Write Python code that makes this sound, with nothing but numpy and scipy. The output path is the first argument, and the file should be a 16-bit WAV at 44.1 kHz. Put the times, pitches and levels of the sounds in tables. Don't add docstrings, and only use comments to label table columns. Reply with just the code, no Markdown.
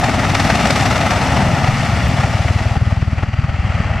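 import sys
import numpy as np
from scipy import signal
from scipy.fft import rfft, irfft
from scipy.io import wavfile
from scipy.ndimage import uniform_filter1d

SR = 44100
rng = np.random.default_rng(int(sys.argv[2]) if len(sys.argv) > 2 else 0)


def inscribe(sig):
    pcm = np.round(np.clip(np.atleast_2d(sig).T, -1, 1) * 32767)
    wavfile.write(sys.argv[1], SR, pcm.astype(np.int16))


N = 4 * SR
T = np.arange(N) / SR
HZ = np.maximum(np.fft.rfftfreq(N, 1 / SR), 1)

# t/s, rate/Hz
BLADE_RATE = [(0, 19.52), (1, 19.59), (1.6, 19.47), (2.05, 19.52), (2.3, 19.08), (2.7, 19.14),
              (3.05, 19.54), (3.3, 19.08), (3.55, 19.39), (4, 19.15)]
# t/s, delay/s
FAR_ROTOR_LAG = [(0, .023), (.5, .0175), (1.3, .0155), (1.5, .0138), (1.68, .0102), (1.87, .0068),
                 (1.95, .001), (4, .001)]
# t/s, middle/dB, upper/dB, treble/dB
ROAR_LEVELS = [(0.04, -21, -22.5, -31), (0.25, -23.5, -22.5, -32), (0.45, -21.5, -20.5, -28),
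               (0.6, -21.5, -21, -29.5), (0.78, -21.5, -20.7, -27), (1.0, -21.5, -21.5, -30),
               (1.35, -20, -22, -31.5), (1.65, -23.5, -24.5, -34), (1.8, -26, -23.5, -33),
               (2.25, -25.5, -25.5, -35), (2.55, -30.5, -28, -37.5), (2.76, -27.5, -29.5, -39.5),
               (2.79, -35, -32.5, -44.5), (2.9, -32.5, -31.5, -43.5), (3.08, -38, -35.5, -47.5),
               (3.2, -34, -31.5, -45.5), (3.3, -38, -33.5, -48.5), (3.55, -35, -31.5, -46.5),
               (3.8, -31, -28, -42.5), (3.97, -30, -29, -46)]
# f/Hz, relative level/dB
ROAR_SPECTRUM = [(300, -5.5), (400, -8.5), (500, -6), (660, 1), (826, 1), (1040, -7), (1300, -4),
                 (1630, -10.5), (1850, -5.5), (2400, -10), (2770, -11), (3250, -17), (4000, -21),
                 (5000, -22), (5700, -22), (6800, -28.5), (7800, -30), (9000, -36.5), (11800, -44),
                 (13400, -52), (15500, -63)]
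# t/s, gain/dB
TOP_GAIN = [(0, 3), (1.5, 3), (2.6, 1.5), (3.1, -2.5), (4, -9)]
# t/s, delay/s
ECHO_DELAY = [(0, .00136), (2, .00143), (4, .0015)]
# f/Hz, gain/dB
ECHO_SPECTRUM = [(700, -12), (1600, -35), (2400, -33), (4000, -13), (9000, -5.5), (14000, -18)]
# t/s, level/dB
WASH_LEVEL = [(0, -20.5), (.25, -21.5), (.45, -17.5), (1.1, -18.5), (1.4, -15.5), (1.8, -20.5),
              (2.05, -17.5), (2.4, -23.5), (2.8, -24.5), (3.3, -27), (3.75, -24), (4, -21.5)]
# f/Hz, relative level/dB
WASH_SPECTRUM = [(20, -31), (40, -33), (62, 3), (90, 3), (140, 2.5), (210, 1), (265, -2.5), (330, -14),
                 (420, -16.5), (600, -59)]
# t/s, gain/dB
WASH_UPPER_GAIN = [(0, 6), (1.4, -1), (2.4, -3.5), (2.9, -9), (3.3, -9.5), (4, -9.5)]
# t/s, level/dB
WHINE_LEVEL = [(0, -54), (2, -45.5), (3, -53), (4, -51)]
# f/Hz, width/Hz, relative level/dB
WHINE_RESONANCES = [(4250, 200, -2.5), (4655, 190, 2.5)]
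# t/s, swell/dB, lead before the thump/s
SWISH_SWELL = [(0, 7.5, 0.00044), (.5, 4, 0.00046), (.9, 7, 0.0023), (1.2, 3.5, 0.00087), (1.7, -1, 0.0074),
               (2.3, 0, 0), (2.75, 0, 0.011), (3.0, 0.5, 0.00018), (3.25, 4.5, 0), (3.55, 1.5, 0),
               (4, -0.5, 0.014)]
# t/s, flare/dB, lead/s
RASP_FLARE = [(0, 8.5, 0.013), (1.2, -1.5, 0.017), (1.7, 6, 0.0077), (2.1, 0, 0.0079), (2.35, 3.5, 0.01),
              (2.75, 8, 0.01), (3.0, 8.5, 0.0061), (3.2, 3, 0.0067), (4, 2, .01)]
# t/s, level against the roar/dB, half length/s, extra treble/dB, crack strength/0-1
BLADE_SLAPS = [(0.038, -21, 0.0025, -5, .5), (0.084, -7, 0.0032, -13, .6), (.301, -22, 0.0015, -5, 0.4),
               (0.352, -4, 0.0023, 4, 0.8), (.401, -3.5, 0.002, 3, 0.6), (.451, -14, 0.0017, 0, 0.6),
               (0.501, 2.5, 0.0041, -4, 0.9), (0.556, -16, .002, 6, 0.3), (0.657, -9, 0.0022, 5, 0.8),
               (.673, -6, .002, 6, 0.3), (0.707, 1, 0.0023, -2, 0.7), (0.765, -11, .002, 0, 0.5),
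               (.81, -14, .003, 0, 0.6), (.825, -8, 0.0011, 7, 0.7), (0.87, -19, 0.0018, -4, 0.5),
               (0.98, -6, 0.0022, 3, 0.6), (1.108, -2, .002, 6, 0.9), (1.364, -14, 0.0027, -1, 0),
               (1.645, 1, 0.0025, -4, 0.1), (1.68, -0.5, 0.0059, -4, 0.1), (2.238, -3, 0.003, -9, 0),
               (2.337, -12, 0.0047, -10, 0.3), (2.487, -2, .003, -10, .2), (2.591, 1.5, 0.0049, -9, 0),
               (2.766, 1, .003, -8, .2), (2.916, -8, 0.007, -6, 0.1), (3.023, -2, 0.0072, -8, 0.1),
               (3.187, 1, .005, -16, 0.2), (3.23, -4, 0.0034, -7, .3), (3.338, -0.5, .004, -9, 0.3),
               (3.386, -4, 0.0027, -5, 0.4), (3.442, -5, 0.0025, -4, .5)]
# t/s, near rotor/dB, far rotor/dB, f/Hz, knock against the thump/dB
BLADE_THUMPS = [(0, -10.5, -15, 97, -15), (.5, -17.5, -14, 96, -12), (1.1, -14, -22.5, 101, -30),
                (1.45, -17.5, -9, 109, -12), (1.62, -24, -10.5, 105, -19), (1.85, -25, -12.5, 114, -12),
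                (2.1, -11, -8, 112, -28), (2.5, -5.5, -24, 96.7, 1.5), (2.9, -6.5, -20, 103, -7),
                (3.15, -8.5, -28, 90.4, -6.5), (3.32, -10, -29, 100, -10), (3.6, -8, -27, 84, -10),
                (4, -11, -22, 86, -9)]
# t/s, level/dB, f/Hz, knock against the blow/dB
HEAVY_THUMPS = [(.4, -12, 145, -7), (1.324, -11, 125, -14), (1.536, -17, 141, -14),
                (1.6914, -5.5, 142, -16), (1.7955, -17, 136, -14), (2.195, -23, 130, -14),
                (2.774, -14.5, 200, -5), (2.928, -15.5, 190, 4), (3.028, -16, 140, 12),
                (2.876, -15, 199, -9), (3.08, -20, 210, -10), (3.132, -17, 210, -6), (3.234, -14, 136, 8.5),
                (3.392, -10, 145, 0), (3.445, -15, 135, -3), (3.805, -10.5, 167, -3)]
# t/s, gain/dB
SOFT_THUMPS = [(2.3, -0.5), (2.615, -4.5), (2.98, -1), (3.183, -0.5), (3.288, -2.5), (3.547, -2)]
# t/s, level/dB, fading time/s
CLOSE_TICKS = [(2.0825, -28, .0004), (2.9097, -45, .0004), (3.029, -43, .0002), (3.236, -45, .0002),
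               (3.9042, -39, .00017)]
# f/Hz, side gain/dB, left minus right/dB
STEREO_IMAGE = [(25, -15, -10), (70, -17, 2.5), (140, -17, 2.5), (480, -23, 3), (950, -18, 3),
                (1900, -17, 2.5), (3900, -12, 1.5), (8100, -5.5, 4), (13100, -6.5, -2.5)]
# t/s, extra left minus right/dB
PAN_SHIFT = [(0, 0), (1.8, 0), (2.4, 0), (4, -0.3)]

ROAR_EDGES_HZ = (300, 1050, 3300, 17000)


def from_db(db):
    return 10 ** (np.asarray(db) / 20)


def rms_one(x):
    return x / np.sqrt(np.mean(x ** 2) + 1e-20)


def even_power(gain):
    return gain / np.sqrt(uniform_filter1d(gain ** 2, size=6800))


def bell(x, width):
    return np.exp(-.5 * np.minimum((x / width) ** 2, 50))


def in_time(rows, at=T):
    times, *columns = np.transpose(rows)
    return [np.interp(at, times, column) for column in columns]


def over_hz(rows):
    hz, *columns = np.transpose(rows)
    return [np.interp(np.log(HZ), np.log(hz), column) for column in columns]


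def colour(x, gain):
    return irfft(rfft(x) * gain, N)


def below(hz, steepness):
    return 1 / (1 + (HZ / hz) ** steepness)


def drift(hz):
    return rms_one(colour(rng.standard_normal(N), below(hz, 2)))


def blade_count(first_blade_s=.045):
    count = np.cumsum(in_time(BLADE_RATE)[0]) / SR
    return count - np.interp(first_blade_s, T, count)


def crackle(pulsing, base_per_s=220, bunching=2.7):
    happens = rng.random(N) < base_per_s * pulsing ** bunching / SR
    return rms_one(happens * rng.choice([-1, 1], N))


def roar(pulsing, rasping, crackle_db=-11.5, flutter_db=.94, hiss_hz=7100, top_hz=9300):
    shocks = from_db(crackle_db) * crackle(pulsing)
    bites, treble_bites, cracks = slaps()
    air = rng.standard_normal((2, N))
    air[0] = rms_one(air[0] + shocks) + cracks
    tone = from_db(over_hz(ROAR_SPECTRUM)[0])
    flutter = from_db(flutter_db * drift(hz=63.5))
    surges = (pulsing * rasping + bites,
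              pulsing * rasping ** .17 + bites,
              pulsing + treble_bites)
    steady = out = 0
    for low, high, db, surge in zip(ROAR_EDGES_HZ, ROAR_EDGES_HZ[1:], in_time(ROAR_LEVELS), surges):
        band = rms_one(colour(air, tone * (HZ >= low) * (HZ < high))) * from_db(db)
        steady = steady + band
        out = out + band * surge * flutter
    out = out + colour(steady - out, .4 * (1 - below(hiss_hz, 10)))
    top = colour(out, 1 - below(top_hz, 12))
    return out + top * (from_db(in_time(TOP_GAIN)[0]) - 1)


def ground_echo(sound):
    echo = colour(sound, from_db(over_hz(ECHO_SPECTRUM)[0]))
    earlier = T - in_time(ECHO_DELAY)[0]
    return sound + [np.interp(earlier, T, channel) for channel in echo]


def downwash(pulsing, split_hz=237, flutter_db=1):
    rumble = rms_one(colour(rng.standard_normal((2, N)), from_db(over_hz(WASH_SPECTRUM)[0])))
    lower = colour(rumble, below(split_hz, 8))
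    upper = (rumble - lower) * from_db(in_time(WASH_UPPER_GAIN)[0])
    level_db = in_time(WASH_LEVEL)[0] + flutter_db * drift(hz=31)
    return (lower + upper) * pulsing ** .36 * from_db(level_db)


def turbines():
    peaks = sum(from_db(db) / (1 + (2 * (HZ - hz) / width) ** 2) for hz, width, db in WHINE_RESONANCES)
    return rms_one(colour(rng.standard_normal((2, N)), peaks)) * from_db(in_time(WHINE_LEVEL)[0])


def rasp(count, width_blades=.082):
    flare_db, lead = in_time(RASP_FLARE)
    position = count + lead * in_time(BLADE_RATE)[0]
    flare = bell(position - np.round(position), width_blades)
    return even_power(from_db(flare_db * flare))


def slaps(crack_db=20.5):
    bites, treble_bites, cracks = np.zeros((3, N))
    for start, db, half_length, treble_db, crack in BLADE_SLAPS:
        bite = from_db(db) * bell(T - start, half_length)
        bites += bite
        treble_bites += bite * from_db(treble_db)
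        cracks[int(start * SR)] = crack * from_db(crack_db)
    return bites, treble_bites, cracks


def swish(count, width_blades=.11, scatter=.14, far_share=.36):
    swell_db, lead = in_time(SWISH_SWELL)
    surge = 0
    for share, delay in ((1, 0), (far_share, in_time(FAR_ROTOR_LAG)[0])):
        position = count + (lead - delay) * in_time(BLADE_RATE)[0]
        blade = np.round(position).astype(int)
        strength = 1 + scatter * rng.standard_normal(128)
        surge = surge + share * strength[blade] * bell(position - blade, width_blades)
    return even_power(from_db(swell_db * surge))


def thump(at, db, hz, skew=0, width_cycles=.54, suction_s=.02):
    out = np.zeros(N)
    span = slice(max(int(at * SR) - SR // 25, 0), int(at * SR) + SR // 25)
    t = T[span] - at
    cycles = t * hz
    wave = np.cos(2 * np.pi * (cycles + skew * cycles ** 2)) * bell(cycles, width_cycles)
    broad_dip = .26 * bell(t, suction_s)
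    out[span] = -from_db(db) * (wave + broad_dip)
    return out


def knock(at, db, length_s=.00096, rounding_s=.00029):
    out = np.zeros(N)
    span = slice(max(int(at * SR) - SR // 50, 0), int(at * SR) + SR // 50)
    away = np.hypot(T[span] - at, rounding_s) / length_s
    out[span] = -from_db(db) * (1 - away) * np.exp(-away)
    return out


def rotors(count, jitter_s=.00066, scatter_db=.56, pitch_scatter=.055, knock_scatter_db=3.5):
    near_times = np.interp(np.arange(np.floor(count[-1]) + 1), count, T)
    far_times = near_times + in_time(FAR_ROTOR_LAG, near_times)[0]
    near_db, far_db, pitches, knocks = in_time(BLADE_THUMPS, near_times)
    near_db += sum(db * (np.abs(near_times - at) < .012) for at, db in SOFT_THUMPS)
    out = np.zeros(N)
    for times, levels in ((near_times, near_db), (far_times, far_db)):
        for at, db, hz, knock_db in zip(times, levels, pitches, knocks):
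            late, loud, high, hard, lean = rng.standard_normal(5)
            at += jitter_s * late
            db += scatter_db * loud
            out += thump(at, db, hz * np.exp(pitch_scatter * high), skew=.17 * lean)
            out += knock(at, db + knock_db + knock_scatter_db * min(hard, 1))
    return out


def heavy_thumps():
    return sum(thump(at, db, hz) + knock(at, db + knock_db) for at, db, hz, knock_db in HEAVY_THUMPS)


def ticks(hz=12500):
    out = np.zeros(N)
    for start, db, fade_s in CLOSE_TICKS:
        age = np.maximum(T - start, 0)
        out += from_db(db) * np.sin(2 * np.pi * hz * age) * np.exp(-np.minimum(age / fade_s, 50))
    return out


def spread(mid, side):
    side_db, left_db = over_hz(STEREO_IMAGE)
    side = colour(side, from_db(side_db))
    left = colour(mid, from_db(left_db / 2)) + side
    right = colour(mid, from_db(-left_db / 2)) - side
    return np.array([left, right])


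def scene():
    count = blade_count()
    pulsing = swish(count)
    mid, side = ground_echo(roar(pulsing, rasp(count))) + downwash(pulsing) + turbines()
    aircraft = spread(mid + rotors(count) + heavy_thumps(), side)
    pan = from_db(in_time(PAN_SHIFT)[0] * [[.5], [-.5]])
    return aircraft * pan + ticks()


def record(dry, low_cut_hz=6.8, ceiling=.95, high_cut_hz=16000):
    sound = colour(dry, 1 - below(low_cut_hz, 4))
    rounded = sound / (1 + np.abs(sound / ceiling) ** 3) ** (1 / 3)
    return signal.sosfilt(signal.cheby2(16, 70, high_cut_hz, fs=SR, output="sos"), rounded)


dry = scene()
out = record(dry)
inscribe(out)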